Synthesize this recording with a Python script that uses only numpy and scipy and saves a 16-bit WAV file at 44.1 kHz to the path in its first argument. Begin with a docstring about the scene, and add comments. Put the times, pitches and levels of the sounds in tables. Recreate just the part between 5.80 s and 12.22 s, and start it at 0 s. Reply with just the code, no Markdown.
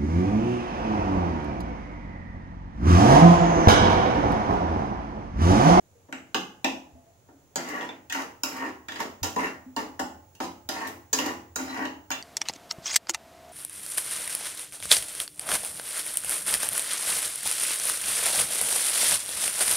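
"""In a tiled kitchen, a steel spoon turns nuts in a small metal pan on a gas ring.
Knocks are short chattering forces that excite the pan's modes; many are followed by a scrape.
Scrapes are trains of tiny slips, dull on the metal and gritty from the tumbling nuts.
The spoon rings in beating pairs of tones, stick-slip squeaks and soft bumps are wavering tones.
Filtered noise makes the flame's hush and low flutter, and a sine a thin high electrical whine."""
import sys
import numpy as np
from scipy import signal
from scipy.fft import rfft, irfft, next_fast_len
from scipy.io import wavfile

SR = 44100
rng = np.random.default_rng(int(sys.argv[2]) if len(sys.argv) > 2 else 0)


def persist_wave(psi):
    """Save psi, clipped to +-1, as 16-bit WAV."""
    counts = np.round(np.clip(psi, -1, 1) * 32767).astype(np.int16)
    wavfile.write(sys.argv[1], SR, np.atleast_2d(counts).T)


N = 283122
TIME = np.arange(N) / SR  # s
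TAIL = TIME[:int(0.7 * SR)]  # s, span of one answer of the pan

# Ranges in which a contact has its own strength, body, clank, ring, edge, sparkle: (low [Hz], high [Hz])
CONTACT_BANDS = [(130, 600), (600, 1500), (1500, 3500), (3500, 8000), (8000, 16000)]
# Ways the spoon meets the pan: flat bowl on metal, edge opening a sweep, muffled push into the nuts,
# glance off the wall, click of a nut:
# (body [dB], clank [dB], ring [dB], edge [dB], sparkle [dB], spoon resonance [Hz])
CONTACTS = { "flat": (-4.5, -1.5, -0.5, -6.5, -17, 2079.5), "edge": (-4, -2, -5.5, 1.5, -5.5, 1443),
            "muffled": (-5, -1.5, -11, -11.5, -18.5, 1820), "glance": (-10.5, -5.5, -1, -10, -21.5, 1900),
            "nut": (-15, -2, 2.5, 2.5, -1.5, 2895), }
# Knocks: (time [s], contact, relative level [dB], brightness [dB per octave], chatter decay T60 [s])
KNOCKS = [ (0.285, "muffled", -60, -5.5, 0.045), (0.325, "flat", -39.5, -1.1, 0.0048),
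          (0.5445, "flat", -28, 0, .014), (0.8435, "flat", -26.5, -0.5, 0.017),
          (1.486, "muffled", -61, -4.5, 0.022), (1.7575, "edge", -34, -1, .012),
          (1.886, "nut", -56, 2.4, 0.043), (2.008, "glance", -39, -3.8, 0.0088),
          (2.089, "glance", -42, -2.8, 0.015), (2.298, "glance", -40, 3, 0.032),
          (2.323, "glance", -34.5, 4, 0.017), (2.6335, "edge", -32.5, 1, 0.013),
          (2.766, "nut", -60, 2.5, 0.017), (3.084, "glance", -38.5, 0.5, 0.011),
          (3.12, "glance", -42.5, 1.1, 0.0088), (3.158, "glance", -41, 0.3, 0.0029),
          (3.201, "muffled", -31, 0.5, 0.027), (3.43, "edge", -32.5, 0.2, 0.051),
          (3.561, "muffled", -31, -1.65, 0.017), (3.9635, "muffled", -28.5, 0.1, 0.029),
          (4.1925, "muffled", -29, 0.3, 0.034), (4.55, "nut", -64.5, 0.5, 0.02),
          (4.602, "muffled", -32, -1.05, 0.03), (4.889, "edge", -35, -0.2, 0.0082),
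          (5.071, "nut", -60, 5.4, 0.038), (5.329, "edge", -29.5, 0.6, 0.034),
          (5.3875, "nut", -33.5, -1.9, 0.0025), (5.46, "muffled", -32, 1.5, 0.031),
          (5.7585, "edge", -36.5, 0.75, 0.0065), (5.974, "muffled", -38.5, -2, 0.022),
          (6.052, "nut", -42, -5.1, 0.0083), (6.304, "muffled", -32, 1.5, 0.0041),
          (6.313, "glance", -35.5, 3.4, 0.062)]
# Sweeps over the pan: (start [s], length [s], relative crest drag [dB], slack below crest [dB],
# relative initial grit [dB]); a negative slack presses harder than the crest
SWEEPS = [(1.78, 0.27, -30, 8.5, -34), (2.335, .085, -33, -4, -30.5), (2.655, .235, -29, 14, -34.5),
          (3.09, 0.13, -44, -1, -39), (3.185, 0.046, -35.5, -7.5, -31.5), (3.44, 0.032, -37, -3, -33),
          (3.57, 0.1, -30, -3.5, -30.5), (3.975, 0.035, -39, -6, -32.5), (4.61, 0.041, -44.5, 11, -28),
          (4.91, 0.17, -32.5, 1.5, -33), (5.36, .16, -35, -3.5, -31.5), (5.78, 0.28, -29.5, 12.5, -33)]
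# Stick-slip squeaks: (time [s], length [s], frequency [Hz], relative level [dB])
SQUEAKS = [(3.565, 0.018, 994, -28), (3.67, 0.0092, 2740, -41), (4.195, .02, 917, -34),
           (4.605, 0.081, 1010, -46), (5.893, 0.011, 4020, -46), (5.94, 0.048, 5080, -63)]
# The spoon's own modes after a blow: (time [s], frequency [Hz], level [dB], decay T60 [s])
SPOON_MODES = [(1.758, 6710, -13.5, 0.048), (2.090, 3530, -35.5, 0.18), (2.298, 3500, -33.5, 0.25),
               (3.086, 3510, -38, 0.5), (5.331, 6560, -12, 0.087), (5.757, 6180, -29.5, 0.25),
               (6.314, 6550, -23.5, 0.11), (6.314, 3560, -33, 0.41)]
# Soft bumps of pan and stove: (time [s], length [s], frequency [Hz], relative level [dB])
BUMPS = [(.15, 0.013, 469, -67), (1.13, 0.022, 80.5, -62.5), (1.15, 0.0097, 255, -60.5),
         (1.15, 0.041, 677, -65.5), (1.265, 0.023, 675, -68), (1.50, 0.063, 277, -67.5),
         (3.42, 0.012, 91, -44), (3.86, 0.027, 257, -51), (6.16, 0.031, 269, -59)]
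# The pan's strong modes: (frequency [Hz], relative level [dB], decay T60 [s])
PAN_MODES = [(264.5, 7, 0.42), (305.8, -0.5, 0.54), (343.5, -1.5, 0.51), (435.9, 1.5, 0.26),
             (582.6, -2, 0.18), (666.5, -10, 0.45), (773, 4.5, 0.25), (853, -15.5, 1), (829, -8.5, 0.63),
             (914, 10.5, 0.1), (990, 4.5, 0.11), (969, -1, 0.42), (1125, 2.5, 0.2), (1392, -7, 0.33),
             (1423, 0, 0.055), (1698, -4.5, 0.15), (1797, -2.5, 0.19), (1860, 3, 0.087), (2045, -4, 0.1),
             (2713, 3.5, 0.21), (2884, -2, 0.37), (3850, 1, .2), (4700, -22, 0.21), (4995, 2, 0.26),
             (7170, -6, 0.14), (8500, -10, 0.3), (11200, -2, .2), (13600, -18.5, .2)]
# The pan's crowd of weaker modes: (frequency [Hz], relative spectral level [dB])
WEAK_MODES = [(100, -24.5), (190, 2), (280, 0.5), (520, -3.5), (1000, -2), (1270, -7.5), (1550, -10),
              (1950, -10), (2400, -5), (2850, -2.5), (3500, -9.5), (6800, -3.5), (8800, -17), (15000, -9.5)]
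# Reverberation of the room: (frequency [Hz], decay T60 [s])
ROOM_DECAY = [(150, 0.53), (300, 0.44), (800, 0.5), (2000, 0.39), (5000, 0.35), (13000, 0.41)]
# Likeness of the two ears: (frequency [Hz], left-right correlation [1])
EAR_CORRELATION = [(100, 0.54), (300, 0.98), (600, 0.45), (1000, 0.016), (15000, 0.082)]
# Balance of the two ears: (frequency [Hz], left minus right [dB])
EAR_BALANCE = [(100, -1), (300, 2), (800, -2.5), (1700, 0.5), (2800, -1), (4500, -4), (7200, -3), (9500, 8),
               (14000, 0.5)]
# Spectrum of the drag on metal: (frequency [Hz], gain [dB])
DRAG_SPECTRUM = [(100, -17), (300, 5.5), (1000, 5), (2000, 9.5), (3200, -9.5), (5000, -58), (15000, -17)]
# Spectrum of the grit: (frequency [Hz], gain [dB])
GRIT_SPECTRUM = [(500, 2.5), (2000, -7.5), (3800, -3.5), (7000, -8), (10000, -7), (15000, -17.5)]
# Scrape resonances that shift as the spoon travels over the pan:
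# (first centre [Hz], last centre [Hz], width [Hz], first gain [dB], last gain [dB])
MOVING_RESONANCES = [(1380, 970, 90, 5, 3), (2150, 1780, 220, 1, 7), (2750, 2950, 180, -12, -2)]
# Spectrum of flame and room hush: (frequency [Hz], relative spectral level [dB])
FLAME_SPECTRUM = [(15, -61), (25, -12), (49, -19), (64, -21), (86, -12), (109, -5), (231, -17.5),
                  (264, -16.5), (673, -16.5), (1350, -27), (5010, -35), (6900, -25), (8320, -36.5),
                  (13500, -35.5), (15000, -42.5)]
# The burner's flutter: (time [s], level [dB])
FLUTTER_LEVEL = [(0, -66), (1.1, -66.5), (2.3, -67.5), (3.2, -61.5), (4.5, -59.5), (5.7, -57), (6.4, -64)]
# The electrical whine: (time [s], level [dB])
WHINE_LEVEL = [(0, -73), (1.2, -72), (2.4, -63), (6.4, -61)]

# A sweep lands, reaches its slack, climbs or falls to its crest up the far wall, then eases off
SLACK_SHARE, CREST_SHARE = 0.15, 0.86  # fraction of the sweep
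LANDING_DB, EASING_DB = 1, -10  # drag at start and end, against the crest
GRIT_FADE_DB_PER_S = 9  # the nuts roll clear of the spoon
DRAG_SLIPS_PER_S, NUT_TICKS_PER_S = 590, 300  # mean rates
FLAME_DB = -61.5
CUTOFF_HZ = 15900


def from_db(db):
    """Decibel law: level to amplitude ratio."""
    return 10 ** (np.asarray(db) / 20)


def rms_one(x):
    """Normalisation to unit root mean square."""
    return x / np.sqrt(np.mean(x ** 2) + 1e-20)


def at_hz(points, hz):
    """Linear interpolation of a table over logarithmic frequency."""
    table = np.array(points)
    return np.interp(np.log(hz + 1e-9), np.log(table[:, 0]), table[:, 1])


def dying(t60, t=TAIL):
    """Exponential damping: a fall of 60 dB in t60 seconds."""
    return np.exp(-np.log(1000) * t / max(t60, 1e-4))


def band(x, low, high, order=3):
    """Causal band-pass filtering (Butterworth)."""
    sos = signal.butter(order, [low, high], "band", fs=SR, output="sos")
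    return signal.sosfilt(sos, x + 1e-18)


def colour(x, points):
    """Spectral shaping: multiplication in the frequency domain."""
    size = x.shape[-1]
    padded = next_fast_len(size)
    hz = np.fft.rfftfreq(padded, 1 / SR)
    return irfft(rfft(x, padded) * from_db(at_hz(points, hz)), padded)[..., :size]


def glide(x, hz, width):
    """Heterodyning: a one-pole resonance follows a moving centre, with gain 1 at its peak."""
    turning = np.exp(2j * np.pi * np.cumsum(hz) / SR)
    r = np.exp(-np.pi * width / SR)
    return 2 * np.real(turning * signal.lfilter([1 - r], [1, -r], x / turning))


def add(out, s, x):
    """Superposition: mix x in at time s."""
    at = max(round(s * SR), 0)
    out[..., at:at + x.shape[-1]] += x[..., :N - at]


def ear_phase(hz):
    """Phase correlation: the angle between ears whose cosine is their correlation."""
    return np.arccos(np.clip(at_hz(EAR_CORRELATION, hz), -1, 1))


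def stereo_noise(points, size):
    """Interaural coherence: sum and difference of two noises give each frequency its likeness."""
    padded = next_fast_len(size)
    hz = np.fft.rfftfreq(padded, 1 / SR)
    mid, side = rfft(rng.standard_normal((2, padded)))
    alike = np.clip(at_hz(EAR_CORRELATION, hz), -1, 1)
    sign = np.array([[1], [-1]])  # left, right
    both = np.sqrt(1 + alike) * mid + sign * np.sqrt(1 - alike) * side
    gain = from_db(at_hz(points, hz) + sign * at_hz(EAR_BALANCE, hz) / 2)
    return rms_one(irfft(both * gain, padded)[:, :size])


def pan_in_kitchen(modes_db=-13, crack_db=8, crack_t60=0.025, crack_db_per_octave=2.):
    """Impulse response: a crack, damped modes and room reverberation answer one touch; energy 1."""
    out = np.zeros((2, len(TAIL)))
    crowd = [stereo_noise(WEAK_MODES, len(TAIL)) for _ in range(2)]
    edges = np.geomspace(90, 18000, 10)  # Hz
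    for k, (low, high) in enumerate(zip(edges, edges[1:])):
        hz = np.sqrt(low * high)
        tilt_db = crack_db_per_octave * np.log2(hz / 2000)
        crack = from_db(crack_db + tilt_db) * dying(crack_t60)
        reverberation = dying(at_hz(ROOM_DECAY, hz))
        # neighbouring bands take different noises
        out += band(crowd[k % 2], low, high) * np.hypot(crack, reverberation)
    for hz, db, t60 in PAN_MODES:
        # weakly correlated frequencies reach the two ears out of step
        apart = ear_phase(hz) * rng.choice([-1, 1])
        phase = rng.uniform(0, 2 * np.pi) + np.array([[0], [apart]])
        gain = from_db(db + modes_db + at_hz(EAR_BALANCE, hz) * np.array([[0.5], [-0.5]]))
        out += gain * dying(t60) * np.sin(2 * np.pi * hz * TAIL + phase)
    return out / np.sqrt(np.sum(out ** 2) / 2)


def knocks(spots, chatter=0.31, spoon_db=4, spoon_width=300, pivot_hz=1500):
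    """Impact excitation: an impulse with decaying chatter strikes the pan; contact sets the spectrum."""
    out = np.zeros((2, N))
    brief = TIME[:int(0.03 * SR)]
    for k, (s, contact, db, brightness_db, chatter_t60) in enumerate(KNOCKS):
        *band_db, spoon_hz = CONTACTS[contact]
        force = chatter * rng.standard_normal(len(brief)) * dying(chatter_t60, brief)
        force[0] += 1  # first touch
        spoon = glide(force, np.full(len(brief), spoon_hz), spoon_width)
        force = force + from_db(spoon_db) * spoon
        sound = signal.fftconvolve(spots[k % len(spots)], force[None], axes=1)
        for (low, high), colour_db in zip(CONTACT_BANDS, band_db):
            part = band(sound, low, high, order=4)
            onset_level = np.std(part[:, :len(brief)])
            tilt_db = brightness_db * np.log2(np.sqrt(low * high) / pivot_hz)
            add(out, s, part * from_db(db + colour_db + tilt_db) / onset_level)
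    return out


def slips(per_s, spread_db, rub):
    """Random point process: uneven jerks at random moments over a smooth rub."""
    size = len(TAIL)
    heights = from_db(spread_db * np.minimum(rng.exponential(1, size), 3))
    jerks = heights * rng.choice([-1, 1], size) * (rng.random(size) < per_s / SR)
    return rms_one(jerks) + rub * rng.standard_normal(size)


def dragging(progress):
    """Friction excitation: dull slips on metal pass through resonances that move with the spoon."""
    rub = colour(slips(DRAG_SLIPS_PER_S, spread_db=5.35, rub=0.12), DRAG_SPECTRUM)
    drag = rub.copy()
    for first_hz, last_hz, width, first_db, last_db in MOVING_RESONANCES:
        hz = first_hz + (last_hz - first_hz) * progress
        db = first_db + (last_db - first_db) * progress
        drag += from_db(db) * glide(rub, hz, width)
    return drag


def scraping(spots, drag_db=-0.5, grit_db=-7.0, lift_s=0.019):
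    """Source-filter principle: drag and bright grit, each with its own pressure, excite the pan."""
    out = np.zeros((2, N))
    stages = [0, SLACK_SHARE, CREST_SHARE, 1]
    for k, (start, length, crest_db, slack_db, nuts_db) in enumerate(SWEEPS):
        pan = spots[k % len(spots)]
        touching = np.interp(TAIL, [length, length + lift_s], [1, 0])
        progress = np.minimum(TAIL / length, 1)
        pressing_db = crest_db + np.interp(progress, stages, [LANDING_DB, -slack_db, 0, EASING_DB])
        tumbling_db = nuts_db - GRIT_FADE_DB_PER_S * TAIL
        drag = dragging(progress)
        grit = colour(slips(NUT_TICKS_PER_S, spread_db=3.5, rub=0.75), GRIT_SPECTRUM)
        for force, force_db in (drag, pressing_db + drag_db), (grit, tumbling_db + grit_db):
            pressure = touching * from_db(force_db)
            # level of the same force at constant pressure
            unpressed = signal.fftconvolve(pan, force[None], axes=1)
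            steady = np.std(unpressed[:, :int((length + 0.05) * SR)])
            add(out, start, signal.fftconvolve(pan, (force * pressure)[None], axes=1) / steady)
    return out


def spoon_rings(split=0.0059):
    """Beating: a blow sets off two damped spoon modes a small fraction apart in frequency."""
    out = np.zeros((2, N))
    for s, hz, db, t60 in SPOON_MODES:
        pair = np.zeros((2, len(TAIL)))
        for side in (-0.5, 0.5):
            phase = rng.uniform(0, 2 * np.pi, (2, 1))
            pair += np.sin(2 * np.pi * hz * (1 + side * split) * TAIL + phase)
        add(out, s, from_db(db) * dying(t60) * pair / 2)
    return out


def swells(rows, waver, room_t60, level_db, waver_hz):
    """Frequency modulation: wavering tones swell, hold, then decay in the room."""
    out = np.zeros((2, N))
    for s, length, hz, db in rows:
        noise = rng.standard_normal(len(TAIL))
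        wander = rms_one(band(noise, waver_hz / 4, waver_hz * 2, order=1))
        phase = 2 * np.pi * np.cumsum(hz * (1 + waver * wander)) / SR
        tone = np.sin(phase + np.array([[0], [ear_phase(hz)]]))
        rise = np.minimum(TAIL / (length / 4), 1)
        linger = dying(room_t60, np.maximum(TAIL - length, 0))
        add(out, s, from_db(db + level_db) * rise * linger * rms_one(tone))
    return out


def squeaks():
    """Stick-slip oscillation: the spoon catches and frees itself at a nearly steady rate."""
    return swells(SQUEAKS, waver=0.023, room_t60=0.19, level_db=2, waver_hz=120)


def bumps():
    """Modal response to soft contact: pan and stove give short, gently rising tones."""
    return swells(BUMPS, waver=0.044, room_t60=0.29, level_db=8.5, waver_hz=41)


def flame_hush():
    """Broadband noise: steady shaped noise stands for the flame and the room."""
    return from_db(FLAME_DB) * stereo_noise(FLAME_SPECTRUM, N)


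def burner_flutter(flutter_hz=89):
    """Narrow-band noise: a low band of noise fluctuates by itself and follows a slow level curve."""
    flutter = rms_one(band(rng.standard_normal(N), flutter_hz * 0.84, flutter_hz * 1.11, order=2))
    return flutter * from_db(np.interp(TIME, *np.transpose(FLUTTER_LEVEL)))


def electrical_whine(whine_hz=15600, left_db=-16):
    """Pure tone: a high sine with a slow level curve, mostly on the right."""
    level = from_db(np.interp(TIME, *np.transpose(WHINE_LEVEL)))
    whine = level * np.sin(2 * np.pi * whine_hz * TIME)
    return np.array([from_db(left_db) * whine, whine])


def scene(count=10):
    """Linear superposition of the sounds at the stove."""
    # each spot on the pan stirs the weaker modes in its own way
    spots = [pan_in_kitchen() for _ in range(count)]
    spoon_and_pan = knocks(spots) + scraping(spots) + spoon_rings() + squeaks() + bumps()
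    return spoon_and_pan + flame_hush() + burner_flutter() + electrical_whine()


def record(dry):
    """Band limitation: a steep elliptic low-pass cuts the top."""
    low_pass = signal.ellip(10, 0.2, 80, CUTOFF_HZ, fs=SR, output="sos")  # ripple, stop band in dB
    return signal.sosfilt(low_pass, dry)


dry = scene()
out = record(dry)
persist_wave(out)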